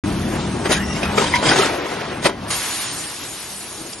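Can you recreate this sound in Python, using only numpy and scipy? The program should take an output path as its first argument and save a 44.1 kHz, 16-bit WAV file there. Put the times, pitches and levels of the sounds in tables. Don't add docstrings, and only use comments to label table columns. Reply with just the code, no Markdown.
import sys
import numpy as np
from scipy import signal
from scipy.fft import rfft, irfft
from scipy.io import wavfile
from scipy.ndimage import uniform_filter1d

SR = 44100
rng = np.random.default_rng(int(sys.argv[2]) if len(sys.argv) > 2 else 0)


def log_audio(samples):
    frames = np.atleast_2d(samples).T
    limited = np.clip(frames, -1, 1)
    pcm = np.round(limited * 32767).astype(np.int16)
    wavfile.write(sys.argv[1], SR, pcm)


def rack_gain(trim_db):
    fader = np.asarray(trim_db, float)
    return 10 ** (fader / 20)


N = 176400
T = np.arange(N) / SR
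HZ = np.maximum(np.arange(N // 2 + 1) * SR / N, 1)


def over_hz(table):
    hz, value = np.array(table).T
    return np.interp(np.log(HZ), np.log(hz), value)


def over_time(table):
    seconds, db = np.array(table).T
    return rack_gain(np.interp(T, seconds, db))


def unit(x):
    return x / np.sqrt(np.mean(x ** 2))


def walk(rate):
    hold = int(SR / rate)
    steps = np.repeat(rng.standard_normal(N // hold + 1), hold)
    smooth = uniform_filter1d(uniform_filter1d(steps, hold), hold)
    return unit(smooth[:N])


def causal(x, db):
    cepstrum = irfft(np.log(rack_gain(db)), N)
    cepstrum[1:N // 2] *= 2
    cepstrum[N // 2 + 1:] = 0
    return irfft(rfft(x) * np.exp(rfft(cepstrum)), N)


def lively(colour, swell_db, flicker_db, rate):
    spectrum = rfft(rng.standard_normal(N)) * rack_gain(over_hz(colour))
    swell, out = walk(3.25), 0
    for octave in range(5, 15):
        part = np.clip(1 - np.abs(np.log2(HZ) - octave), 0, 1)
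        out = out + irfft(spectrum * part, N) * rack_gain(swell_db * swell + flicker_db * walk(rate))
    return unit(out)


def gate(start, length, edge, tail):
    rise = np.clip((T - start) / edge, 0, 1)
    return rise * np.exp(-np.maximum(T - start - length, 0) / tail)


HALL_T60_S, HALL_DB, HALL_TOP_HZ = 0.36, -13, 3020


def hall(hits):
    echoes = rng.standard_normal(N) * rack_gain(-60 * T / HALL_T60_S)
    echoes = echoes / np.sqrt(np.sum(echoes ** 2))
    dull = 1 + 1j * HZ / HALL_TOP_HZ
    return rack_gain(HALL_DB) * irfft(rfft(hits) * rfft(echoes) / dull, N)


# [t/s, level/dB]
DRIVE_LOAD = [(.05, -23), (.6, -26.5), (.85, -27), (1.1, -32.5), (1.3, -28), (1.75, -36), (1.9, -38.5),
              (2.2, -30), (2.3, -37.5), (2.5, -32), (2.65, -42.5), (2.9, -39.5), (3.1, -44.5), (3.7, -43.5),
              (3.9, -43), (4, -44.5)]
# [f/Hz, level/dB]
RUMBLE_COLOUR = [(25, -40), (48, -0.5), (62, -7.5), (130, 1.5), (200, -2.5), (356, -1.5), (470, -28),
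                 (1500, -28), (3000, -96)]
# [f/Hz, level/dB]
HUM_TONES = [(48.6, -46), (75.6, -35.5), (157, -38.5), (198.5, -31), (237, -34.5), (406, -42)]
HUM_ENDS_S, HUM_FADE_S, HUM_REST_DB, HUM_WOBBLE_DB = 1.2, .04, -10, 3.5


def drive():
    hum = np.zeros(N)
    for hz, db in HUM_TONES:
        level = rack_gain(db + HUM_WOBBLE_DB * walk(20))
        hum += level * np.sqrt(2) * np.sin(2 * np.pi * hz * T + 1.19 * walk(16))
    load = over_time(DRIVE_LOAD)
    ended = 1 / (1 + np.exp((HUM_ENDS_S - T) / HUM_FADE_S))
    rest = rack_gain(HUM_REST_DB) * load / load[SR]
    rumble = load * lively(RUMBLE_COLOUR, .5, 1.5, 16)
    return rumble + hum * (1 - ended + ended * rest)


# [t/s, level/dB]
SLIDE_LEVEL = [(.05, -34.5), (.6, -32.5), (.85, -37.5), (1.15, -30.5), (1.3, -34.5), (1.41, -31),
               (1.45, -27), (1.7, -28), (1.85, -32), (2.2, -34), (2.28, -44), (2.32, -44.5), (2.48, -36.5),
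               (2.55, -40.5), (3, -43), (3.7, -45), (3.85, -43.5), (4, -49)]
# [f/Hz, level/dB]
SCRAPE_COLOUR = [(180, -33), (300, -4), (470, -8.5), (900, -8.5), (3000, -19), (7000, -27), (11800, -30.5)]


def slides():
    return over_time(SLIDE_LEVEL) * rack_gain(5.5) * lively(SCRAPE_COLOUR, .3, 1.5, 18)


# [t/s, level/dB]
LEAK_LEVEL = [
    (.05, -39.5),
    (.63, -37),
    (.7, -40),
    (.725, -12),
    (.76, -36.5),
    (1.0, -37.5),
    (1.3, -40),
    (1.8, -56),
    (2.3, -68),
]
# [f/Hz, level/dB]
HISS_COLOUR = [(2500, -30), (5000, -10), (8000, 0.5), (11800, -6.5)]


def leak():
    return over_time(LEAK_LEVEL) * lively(HISS_COLOUR, 0.91, 1.4, 22.5)


VENT_S, VENT_DB, VENT_ATTACK_S = 2.503, -20.5, 0.0014
PUFF_DB, PUFF_S = 5, .035
DRAIN_DB_PER_S, LATE_DRAIN_DB_PER_S, DARKEN_DB_PER_S = 4.5, 2, 5
VALVE_STEP_S, VALVE_STEP_DB = 2.85, -2.5
# [f/Hz, level/dB]
JET_COLOUR = [(240, -46), (550, -6), (900, 2), (2500, -1), (6700, -2.5), (9000, 3), (11800, -1)]
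# [f/Hz, level/dB]
JET_WHISTLES = [(6915, -13.5), (8236, -19)]


def vent():
    t = np.maximum(T - VENT_S, 0)
    db = VENT_DB - DRAIN_DB_PER_S * t
    db += VALVE_STEP_DB * np.clip((T - VALVE_STEP_S) / 0.076, 0, 1)
    db -= LATE_DRAIN_DB_PER_S * np.maximum(T - VALVE_STEP_S, 0)
    jet = lively(JET_COLOUR, .3, 1.2, 30)
    for hz, whistle_db in JET_WHISTLES:
        level = rack_gain(whistle_db + 3.1 * walk(25.06))
        jet = jet + level * np.sin(2 * np.pi * hz * T + 2.7 * walk(60))

    def below(hz):
        return signal.sosfilt(signal.butter(2, hz, fs=SR, output="sos"), jet)

    puff = (rack_gain(PUFF_DB * np.exp(-t / PUFF_S)) - 1) * (jet - 0.7 * below(5300))
    lost_body = (1 - rack_gain(-DARKEN_DB_PER_S * t)) * below(4800)
    return np.clip(t / VENT_ATTACK_S, 0, 1) * rack_gain(db) * (jet + puff - lost_body)


# [t/s, length/s, level/dB, first f/Hz, last f/Hz]
GUIDE_SQUEAKS = [(.745, .04, -27, 1750, 1580), (.785, .045, -27, 1620, 1950), (.845, .075, -36, 5650, 5900),
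                 (.82, .14, -35.5, 5380, 5550), (.86, .1, -33.5, 2750, 2780), (.865, .1, -34.5, 1920, 1980),
                 (.94, .025, -31, 1900, 2150), (.95, .012, -33, 5700, 5200), (.865, .05, -33, 1250, 1200),
                 (.79, .06, -34.5, 2900, 2700), (1.12, .2, -34, 930, 975), (3.77, .12, -41, 330, 350)]
SQUEAK_WIDTH_HZ, SQUEAK_EDGE_S, SQUEAK_FLUTTER_DB = 105, .012, 3.5


def squeaks():
    out, jitter, flutter = np.zeros(N), walk(1500), walk(120)
    for start, length, db, first_hz, last_hz in GUIDE_SQUEAKS:
        hz = np.interp(T, [start, start + length], [first_hz, last_hz]) + SQUEAK_WIDTH_HZ * jitter
        level = rack_gain(db + SQUEAK_FLUTTER_DB * flutter) * gate(start, length, SQUEAK_EDGE_S, SQUEAK_EDGE_S)
        out += level * np.sin(2 * np.pi * np.cumsum(hz) / SR)
    return out


# [t/s, peak level/dB, f/Hz, t60/s]
PART_KNOCKS = [(0.697, -9.5, 400, 0.036), (.698, -24, 205, .12), (.7, -23, 313, 0.1),
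               (.712, -24, 595, 0.089), (.714, -26, 3750, 0.046), (0.741, -26, 3150, 0.17),
               (0.746, -26, 2340, 0.14), (1.03, -22, 2523, 0.15), (1.032, -36, 3700, 0.14),
               (1.175, -21, 3550, 0.039), (1.18, -12, 1248, 0.12), (1.18, -24.5, 3573, 0.18),
               (1.179, -17.5, 412, 0.22), (1.18, -14.5, 2310, 0.054), (1.21, -23, 2800, .06),
               (1.219, -19, 972, 0.25), (1.235, -27, 4820, 0.13), (1.265, -24.5, 3150, 0.063),
               (1.31, -28, 4940, 0.1), (1.339, -11.5, 970, 0.14), (1.338, -4, 2020, 0.038),
               (1.345, -18, 2110, 0.05), (1.345, -22, 3160, .08), (1.36, -16, 2220, 0.047),
               (1.362, -26, 4800, 0.033), (1.388, -22, 3860, 0.048), (1.426, -19, 436, 0.048),
               (1.433, -22, 3180, 0.091), (1.451, -17, 944, .06), (1.457, -18, 4880, 0.051),
               (1.462, -19, 418, 0.056), (1.472, -25.5, 130, 0.64), (1.489, -11.5, 3230, 0.054),
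               (1.489, -13, 4900, 0.071), (1.514, -14, 1510, 0.13), (1.566, -14.5, 380, 0.07),
               (1.568, -18, 3180, .07), (1.593, -13.5, 400, 0.13), (1.595, -14, 1285, 0.073),
               (1.632, -15, 1276, 0.052), (1.655, -25, 400, 0.11), (2.258, -21, 532, 0.14),
               (2.505, -24, 1136, 0.14), (3.93, -31, 4900, 0.075), (3.93, -34, 5600, .05),
               (3.929, -38, 3360, .05)]
KNOCK_DETUNE, KNOCK_PAIR_DB, KNOCK_ROUGH = 1.05, -4, .75


def knocks():
    out, loose = np.zeros(N), KNOCK_ROUGH * walk(250)
    for start, db, hz, t60 in PART_KNOCKS:
        t = np.maximum(T - start, 0)
        pair = np.sin(2 * np.pi * hz * t) + rack_gain(KNOCK_PAIR_DB) * np.sin(2 * np.pi * hz * KNOCK_DETUNE * t)
        rough = 1 + loose * np.minimum(t / .006, 1)
        out += rack_gain(db - 60 * t / t60) * np.minimum(t / .0012, 1) * pair * rough
    return out


# [t/s, length/s, level/dB, brightness from -3 (dull) to 3 (bright), held beyond]
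PLATE_CLATTER = [(0.644, 0.012, -27, -1), (0.654, 0.03, -24, -1.9), (0.692, 0.033, -17.5, -1),
                 (0.717, 0.025, -18.5, 3), (0.748, 0.035, -27, 1), (0.928, 0.058, -31, 0.5),
                 (1.029, 0.03, -27.5, 0), (1.174, 0.012, -13, -0.5), (1.196, 0.068, -20, -0.5),
                 (1.271, 0.079, -32.5, 5.5), (1.334, 0.048, -25.5, 5), (1.426, 0.032, -16, -1.5),
                 (1.454, 0.065, -14.5, -0.5), (1.505, 0.045, -19.5, -1), (1.558, 0.023, -15.5, -0.5),
                 (1.583, 0.03, -13, 0), (1.619, 0.056, -20, -0.5), (1.687, 0.095, -26.5, -2),
                 (1.808, 0.34, -31, -3), (.8, .12, -33.5, -1.5), (0.986, 0.076, -30, -2),
                 (1.664, 0.017, -28, -1), (2.225, 0.02, -26.5, -0.5), (2.244, 0.015, -13, -0.5),
                 (2.255, 0.01, -7.5, -0.7), (2.263, 0.0073, -40, -14), (2.275, 0.037, -31, -10),
                 (3.931, 0.0045, -40, 3)]
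# [f/Hz, width/Hz, level/dB]
PLATE_TONES = [(400, 34, -4), (990, 440, -3), (1510, 140, 0.5), (1960, 260, 0.5), (3185, 340, 1),
               (3750, 250, 2), (4900, 630, -1.5), (6580, 120, -0.5)]
# [f/Hz, level/dB]
PLATE_BODY = [(60, -38), (120, -14), (380, -3.5), (2400, -6), (3200, -12), (4900, -14), (8500, -13),
              (11800, -26.5)]
CLICKS_PER_S, CLICK_SCATTER_DB = 3000, 2
CLATTER_RISE_S, CLATTER_TAIL_S, RATTLE_DB = .003, .008, 3.2


def clatter():
    clicks = (rng.random(N) < CLICKS_PER_S / SR) * rng.standard_normal(N)
    clicks = clicks * rack_gain(CLICK_SCATTER_DB * rng.exponential(size=N))
    clicks = unit(unit(clicks) + 1.45 * rng.standard_normal(N))
    ring = sum(rack_gain(2 * db) / (1 + (2 * (HZ - hz) / width) ** 2) for hz, width, db in PLATE_TONES)
    body = over_hz(PLATE_BODY) + 10 * np.log10(.25 + ring)
    body = body - 10 * np.log10(np.mean(rack_gain(2 * body)))
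    octaves = np.log2(np.clip(HZ, 150, 12000) / 1200)
    dull = causal(clicks, body - 4.5 * octaves)
    bright = causal(clicks, body + 3 * octaves)
    out = np.zeros(N)
    for start, length, db, tilt in PLATE_CLATTER:
        share = np.clip(.5 + tilt / 6, 0, 1)
        blend = share * bright + (1 - share) * dull
        out += rack_gain(db) * gate(start, length, CLATTER_RISE_S, CLATTER_TAIL_S) * blend
    return out * rack_gain(RATTLE_DB * walk(110))


def reframed(x, size, change):
    hz, _, z = signal.stft(x, SR, "cosine", size, size // 2)
    return signal.istft(change(hz, z), SR, "cosine", size, size // 2)[1][..., :N]


# [f/Hz, level/dB]
LEFT_OVER_RIGHT = [(100, 0), (200, 1.5), (400, 4.5), (800, 3.5), (1200, 0.5), (12000, 0)]
# [f/Hz, phase/radians]
LEFT_LEAD = [(100, 0), (250, 0.32), (600, 0.6), (1200, 0.99), (2300, 0.017), (7000, 0.49)]
# [f/Hz, level/dB]
SCATTERED = [(60, -27), (200, -35), (500, -1.5), (1200, -19.5), (3000, -0.5), (8000, -3.5)]


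def two_ports(near):
    scattered = reframed(near, size=512, change=lambda hz, z: z * np.exp(2j * np.pi * rng.random(z.shape)))
    mid, side = rfft(near), rfft(scattered) * rack_gain(over_hz(SCATTERED))
    apart = rack_gain(over_hz(LEFT_OVER_RIGHT) / 2) * np.exp(.5j * over_hz(LEFT_LEAD))
    return np.array([irfft(mid * apart + side, N), irfft(mid / apart - side, N)])


def scene():
    hits = clatter() + knocks() + squeaks()
    return two_ports(hits + hall(hits) + drive() + slides() + vent() + leak())


# [low f/Hz, high f/Hz, share of time silent, changes/per s, share of lines
THINNED_BANDS = [(800, 3000, 0, 20, .88), (3000, 5700, 0, 20, .7), (5700, 6400, .03, 25, .5),
                 (6400, 6750, .12, 20, .35), (6750, 7130, .05, 14, .22), (7130, 7600, .75, 18, .25),
                 (7600, 8300, .3, 30, .2), (8300, 8430, .85, 14, .4), (8430, 8750, .45, 18, .3),
                 (8750, 9700, .06, 20, .25), (9700, 10300, .8, 16, .25), (10300, 11000, .06, 14, .28),
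                 (11000, 11700, .25, 12, .25), (11700, 22050, 1, 7, .1)]
TICK_LOW_HZ, TICK_HIGH_HZ, TICK_SHARE, TICK_DB = 7600, 8300, .5, -6


def thin_out(hz, z):
    frames = z.shape[-1]
    at, gain = np.arange(frames) * N // frames, np.ones(z.shape[1:])
    for low, high, silent, rate, kept in THINNED_BANDS:
        band, mood = (hz >= low) & (hz < high), walk(rate)[at]
        lines = (rng.random((band.sum(), frames)) < kept) / np.sqrt(kept)
        gain[band] = lines * (mood >= np.quantile(mood, silent))
    band = (hz >= TICK_LOW_HZ) & (hz < TICK_HIGH_HZ)
    size = np.sqrt(np.mean(np.abs(z[:, band]) ** 2, axis=1, keepdims=True)) * rack_gain(TICK_DB)
    tick = size * np.cos(np.pi * np.arange(len(hz)))[:, None] * rng.choice([-1, 1], frames)
    ticking = band[:, None] & (rng.random(frames) < TICK_SHARE)
    return np.where(ticking, tick, z * gain)


def low_pass(x):
    return signal.sosfilt(signal.butter(12, 12680, fs=SR, output="sos"), x)


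START_S = 0.037


def record(dry):
    rounded = .85 * np.tanh(dry / .85)
    thinned = reframed(np.roll(rounded, 512, axis=1), size=2048, change=thin_out)
    thinned = np.roll(thinned, -512, axis=1)
    mix = thinned * np.clip((T - START_S) / 0.0015, 0, 1)
    return low_pass(mix)


dry = scene()
out = record(dry)
log_audio(out)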